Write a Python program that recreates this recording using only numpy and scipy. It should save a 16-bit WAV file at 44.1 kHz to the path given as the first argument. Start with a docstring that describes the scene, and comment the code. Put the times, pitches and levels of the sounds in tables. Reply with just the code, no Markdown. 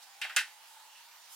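"""A utensil knocks twice on a cooking pot in a small kitchen: a dull knock, a light rattle,
then a hard, bright knock. Each contact makes a sharp crack and sets the damped pot ringing
and clanking briefly, and the close walls answer. Behind it lies a faint hiss with a hollow
note that slowly rises, like a tap filling a vessel."""
import sys
import numpy as np
from scipy import signal
from scipy.fft import rfft, irfft, next_fast_len
from scipy.io import wavfile
from scipy.ndimage import uniform_filter1d, map_coordinates

SR = 44100
rng = np.random.default_rng(int(sys.argv[2]) if len(sys.argv) > 2 else 0)


def to_wav(s):
    """Save 16-bit WAV."""
    ch = np.atleast_2d(s).T  # columns
    pcm = np.round(np.clip(ch, -1, 1) * 32767)  # PCM
    wavfile.write(sys.argv[1], SR, pcm.astype(np.int16))


N = 59535

# The utensil's contacts with the pot. Each row: start in seconds, level in dB, favoured pitch in Hz,
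# then boosts in dB for that pitch, the treble, the crack and the ringing.
CONTACTS = [(.2148, -36.5, 2940, 8, 2, -9, -3.5), (0.2428, -39, 690, 15.5, -3, -13, -2),
            (0.2942, -42, 1120, 7, -4.5, -20, -1), (0.3227, -45.5, 1300, -1, -22, -28, -11),
            (0.363, -26.5, 1510, 3.5, 7, 3, 3)]
# Where the knocks sit. Each row: frequency in Hz, how much louder the left is in dB.
KNOCK_BALANCE = [(500, .5), (1500, -0.5), (5000, -1.5), (15000, -1.5)]

def knocks(t):
    """Each spot on the pot favours its own pitch range; a softer contact has less treble and crack."""
    tones = POT_TONES + high_tones(count=22)
    out = np.zeros((2, N))
    for start, db, favoured_hz, favoured_db, treble_db, crack_db, ring_db in CONTACTS:
        def colour(hz):
            treble = 1 - 1 / (1 + (hz / 4600) ** 4)
            return amp(favoured_db * bell(hz, favoured_hz, octaves=0.49) + treble_db * treble)
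        pot = delayed(amp(ring_db) * ring(t, tones) + clank(t), start)
        snap = amp(crack_db) * delayed(crack(t), start)
        out += amp(db) * (filtered(pot, colour) + snap)
    low_cut = signal.butter(2, 430, 'high', fs=SR, output='sos')  # thins the bass below about 430 Hz
    return placed(signal.sosfilt(low_cut, out), KNOCK_BALANCE)


# The pot's clear tones. Each row: pitch in Hz, level in dB, seconds to fade by 60 dB.
POT_TONES = [(615, -22, .13), (800, -19, .1), (1240, -17, .13), (1341, -9, .14), (1443, -9, .16),
             (1488, -5, .19), (1560, -5, .17), (1638, -3, .14), (1729, -10, .22), (1802, -7, .24),
             (1926, -5, .18), (2107, -9, .18), (2419, -9, .2), (2458, -6, .17), (2654, 1, .18),
             (2858, -5, .16), (3034, -9, .18), (3220, -9, .17), (3737, -10, .2), (4237, -14, .18),
             (4818, -13, .15)]

def ring(t, tones):
    """The struck pot vibrates at its own pitches, a little differently at each contact."""
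    t = t[:SR // 2]
    chance = rng.standard_normal((len(tones), 2))
    ringing = np.zeros(len(t))
    for (hz, db, fade_s), (extra_db, phase) in zip(tones, chance):
        ringing += amp(db + extra_db - 60 * t / fade_s) * np.sin(2 * np.pi * (hz * t + phase))
    attack = 1 - np.exp(-t / 0.004)
    return np.pad(amp(-3.5) * ringing * attack, (0, N - len(t)))


def high_tones(count, low_hz=3100, high_hz=9695, db_per_octave=-8, fade_s=0.18):
    """The pot's weak high tones, scattered at random, as more rows like those of POT_TONES."""
    pitches = low_hz + (high_hz - low_hz) * (np.arange(count) + rng.random(count)) / count
    levels = -13.5 + db_per_octave * np.log2(pitches / low_hz) + 2 * rng.standard_normal(count)
    return [(hz, db, fade_s) for hz, db in zip(pitches, levels)]


# The tone colour of the clank. Each row: frequency in Hz, relative level in dB.
CLANK_COLOUR = [(30, 6), (90, -34), (150, -23), (230, -33), (320, -16), (450, -30), (630, -15), (1100, -11),
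                (1550, -2.5), (2000, 0.5), (2500, -3.5), (3000, -2), (3800, -9), (5000, -8), (6300, -15),
                (8500, -12.5), (12000, -17.5), (16000, -21.5)]
# How long the clank lasts. Each row: frequency in Hz, seconds to fade by 60 dB.
CLANK_FADE = [(150, 0.13), (350, 0.17), (600, 0.099), (1000, 0.17), (1600, 0.2), (3000, 0.23), (8000, 0.22),
              (15000, 0.15)]
# How alike left and right are in clank and crack. Each row: frequency in Hz, likeness (1 is the same).
KNOCK_LIKENESS = [(100, 0.79), (1000, .96), (2400, 0.57), (6000, 0.48), (10000, .45), (15000, .1)]

def clank(t):
    """Crowded pot tones and wall echoes hold for a moment, then each pitch range dies at its own pace."""
    wash = noise(lambda hz: amp(along(CLANK_COLOUR, hz)), KNOCK_LIKENESS)
    hz, seconds, bands = signal.stft(wash, SR, nperseg=512)
    hold_s = 0.012 * bell(hz, centre_hz=1930, octaves=0.83)[:, None]
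    fade = amp(-60 * np.maximum(seconds - hold_s, 0) / along(CLANK_FADE, hz)[:, None])
    attack = 1 - np.exp(-t / 0.00094)
    return amp(-3) * signal.istft(bands * fade, SR, nperseg=512)[1][:, :N] * attack


# The tone colour of the crack. Each row: frequency in Hz, relative level in dB.
CRACK_COLOUR = [(100, -44), (250, -34), (600, -14.5), (1500, -3), (3500, -13.5), (5500, 2), (8000, 5.5),
                (11000, -5), (16000, -27)]
# The crack and its first echoes off pot wall and counter. Each row: delay in seconds, level in dB.
CRACK_ARRIVALS = [(0, 0.5), (.0037, 0), (.0072, -5)]

def crack(t, fade_s=0.013):
    """The bright snap of the utensil meeting the pot, with its first echoes."""
    out = np.zeros((2, N))
    for delay, db in CRACK_ARRIVALS:
        burst = noise(lambda hz: amp(along(CRACK_COLOUR, hz)), KNOCK_LIKENESS)
        out += amp(3.5 + db) * delayed(burst * amp(-60 * t / fade_s), delay)
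    return out


# The tone colour of the hiss. Each row: frequency in Hz, relative level in dB.
HISS_COLOUR = [(30, -56), (100, -59), (165, -24.5), (230, -33), (320, -16.5), (400, -24.5), (500, -13),
               (620, -8.5), (850, -0.5), (1300, -1.5), (2000, -2), (3000, -1), (4500, -3), (7000, -5.5),
               (10000, -9.5), (16000, -11.5)]
# How alike left and right are in the hiss. Each row: frequency in Hz, likeness (1 is the same).
HISS_LIKENESS = [(60, 0.99), (200, .93), (950, 0.78), (2400, 0.43), (6000, 0.26), (15000, 0.14)]
# Where the hiss sits. Each row: frequency in Hz, how much louder the left is in dB.
HISS_BALANCE = [(500, 0.5), (1650, -1), (5000, -3.5), (15000, -5)]
# Brief swells of the hiss. Each row: middle in seconds, half length in seconds, level in dB,
# centre pitch in Hz, width in octaves.
HISS_SWELLS = [(0.033, .012, -54.5, 5000, 0.88), (0.702, 0.051, -62, 9000, 0.94),
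               (0.96, 0.051, -62, 2830, 0.084), (0.973, 0.037, -62.5, 3000, 1),
               (1.15, 0.028, -63.5, 12500, 0.21), (1.252, 0.042, -63.5, 5000, 0.3),
               (1.34, 0.025, -50.5, 8600, 0.86)]

def hiss(t, level_db=-56, wander_db=0.22, patchy_db=1.85):
    """A faint, patchy hiss that swells here and there."""
    steady = noise(lambda hz: amp(along(HISS_COLOUR, hz)), HISS_LIKENESS)
    bands = signal.stft(steady, nperseg=512)[2]
    patches = uniform_filter1d(rng.standard_normal(bands.shape[1:]), size=6, axis=0)  # blur over pitch
    patches = uniform_filter1d(patches, size=14, axis=1)  # blur over time
    patchy = signal.istft(bands * amp(patchy_db * unit(patches)), nperseg=512)[1][:, :N]
    out = amp(level_db - wander_db * wobble(9.5)) * patchy
    for middle, half_s, db, centre_hz, octaves in HISS_SWELLS:
        swell = amp(db) * np.exp(-.5 * ((t - middle) / half_s) ** 2)
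        out += swell * noise(lambda hz: bell(hz, centre_hz, octaves), HISS_LIKENESS)
    return placed(out, HISS_BALANCE)


# How loud the hollow note is as it goes. Each row: time in seconds, level in dB.
NOTE_LOUDNESS = [(0, -71.5), (.3, -58), (.55, -67), (.78, -62), (1.0, -65), (1.15, -68), (1.35, -71.5)]

def hollow_note(t, start_hz=800, rise_hz_per_s=115, width_hz=55):
    """A narrow, fluttering resonance in the hiss that climbs steadily."""
    flutter = unit(filtered(rng.standard_normal((2, N)), lambda hz: 1 / (1 + (hz / width_hz) ** 2)))
    phase = 2 * np.pi * np.cumsum(start_hz + rise_hz_per_s * t) / SR
    loudness = amp(np.interp(t, *np.transpose(NOTE_LOUDNESS)))
    return loudness * (flutter[0] * np.cos(phase) + flutter[1] * np.sin(phase))


def amp(db):
    """Turn decibels into a number to multiply by."""
    return 10 ** (np.asarray(db) / 20)


def unit(x):
    """Scale a signal to an average power of 1."""
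    return x / np.sqrt(np.mean(x ** 2) + 1e-20)


def along(points, hz):
    """Read between a table's rows of frequency and value, on a scale of octaves."""
    row_hz, values = np.transpose(points)
    return np.interp(np.log(hz + 1), np.log(row_hz + 1), values)


def bell(hz, centre_hz, octaves):
    """A smooth bump of height 1 around one pitch."""
    return np.exp(-.5 * (np.log2((hz + 1) / centre_hz) / octaves) ** 2)


def wobble(per_second):
    """A smooth curve through evenly spaced random values."""
    values = rng.standard_normal(int(N * per_second / SR) + 4)
    return map_coordinates(values, [np.arange(N) * per_second / SR])


def filtered(x, response):
    """Multiply each frequency in a sound by response(hz)."""
    size = next_fast_len(N + SR // 2)
    return irfft(rfft(x, size) * response(np.fft.rfftfreq(size, 1 / SR)), size)[..., :N]


def delayed(x, seconds):
    """Start a stereo sound later."""
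    return np.pad(x, ((0, 0), (round(seconds * SR), 0)))[:, :N]


def noise(colour, likeness):
    """Stereo noise with a given tone colour and likeness between left and right."""
    def shares(hz):
        angle = np.arccos(np.clip(along(likeness, hz), -1, 1)) / 2
        return colour(hz) * np.array([np.cos(angle), np.sin(angle)])
    shared, opposite = filtered(rng.standard_normal((2, N)), shares)
    return unit(np.array([shared + opposite, shared - opposite]))


def placed(x, balance, left_lead_s=2e-5):
    """Sound reaches left and right at slightly different levels and times."""
    side = np.array([[.5], [-.5]])
    def response(hz):
        time_shift = np.exp(2j * np.pi * hz * side * left_lead_s)
        return amp(side * along(balance, hz)) * time_shift
    return filtered(x, response)


def scene():
    """The knocks over the kitchen's background."""
    t = np.arange(N) / SR
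    return knocks(t) + hiss(t) + hollow_note(t)


def record(dry):
    """Cut away the highest treble, above 16000 Hz."""
    return filtered(dry, lambda hz: 1 / (1 + (hz / 16000) ** 200))


dry = scene()
out = record(dry)
to_wav(out)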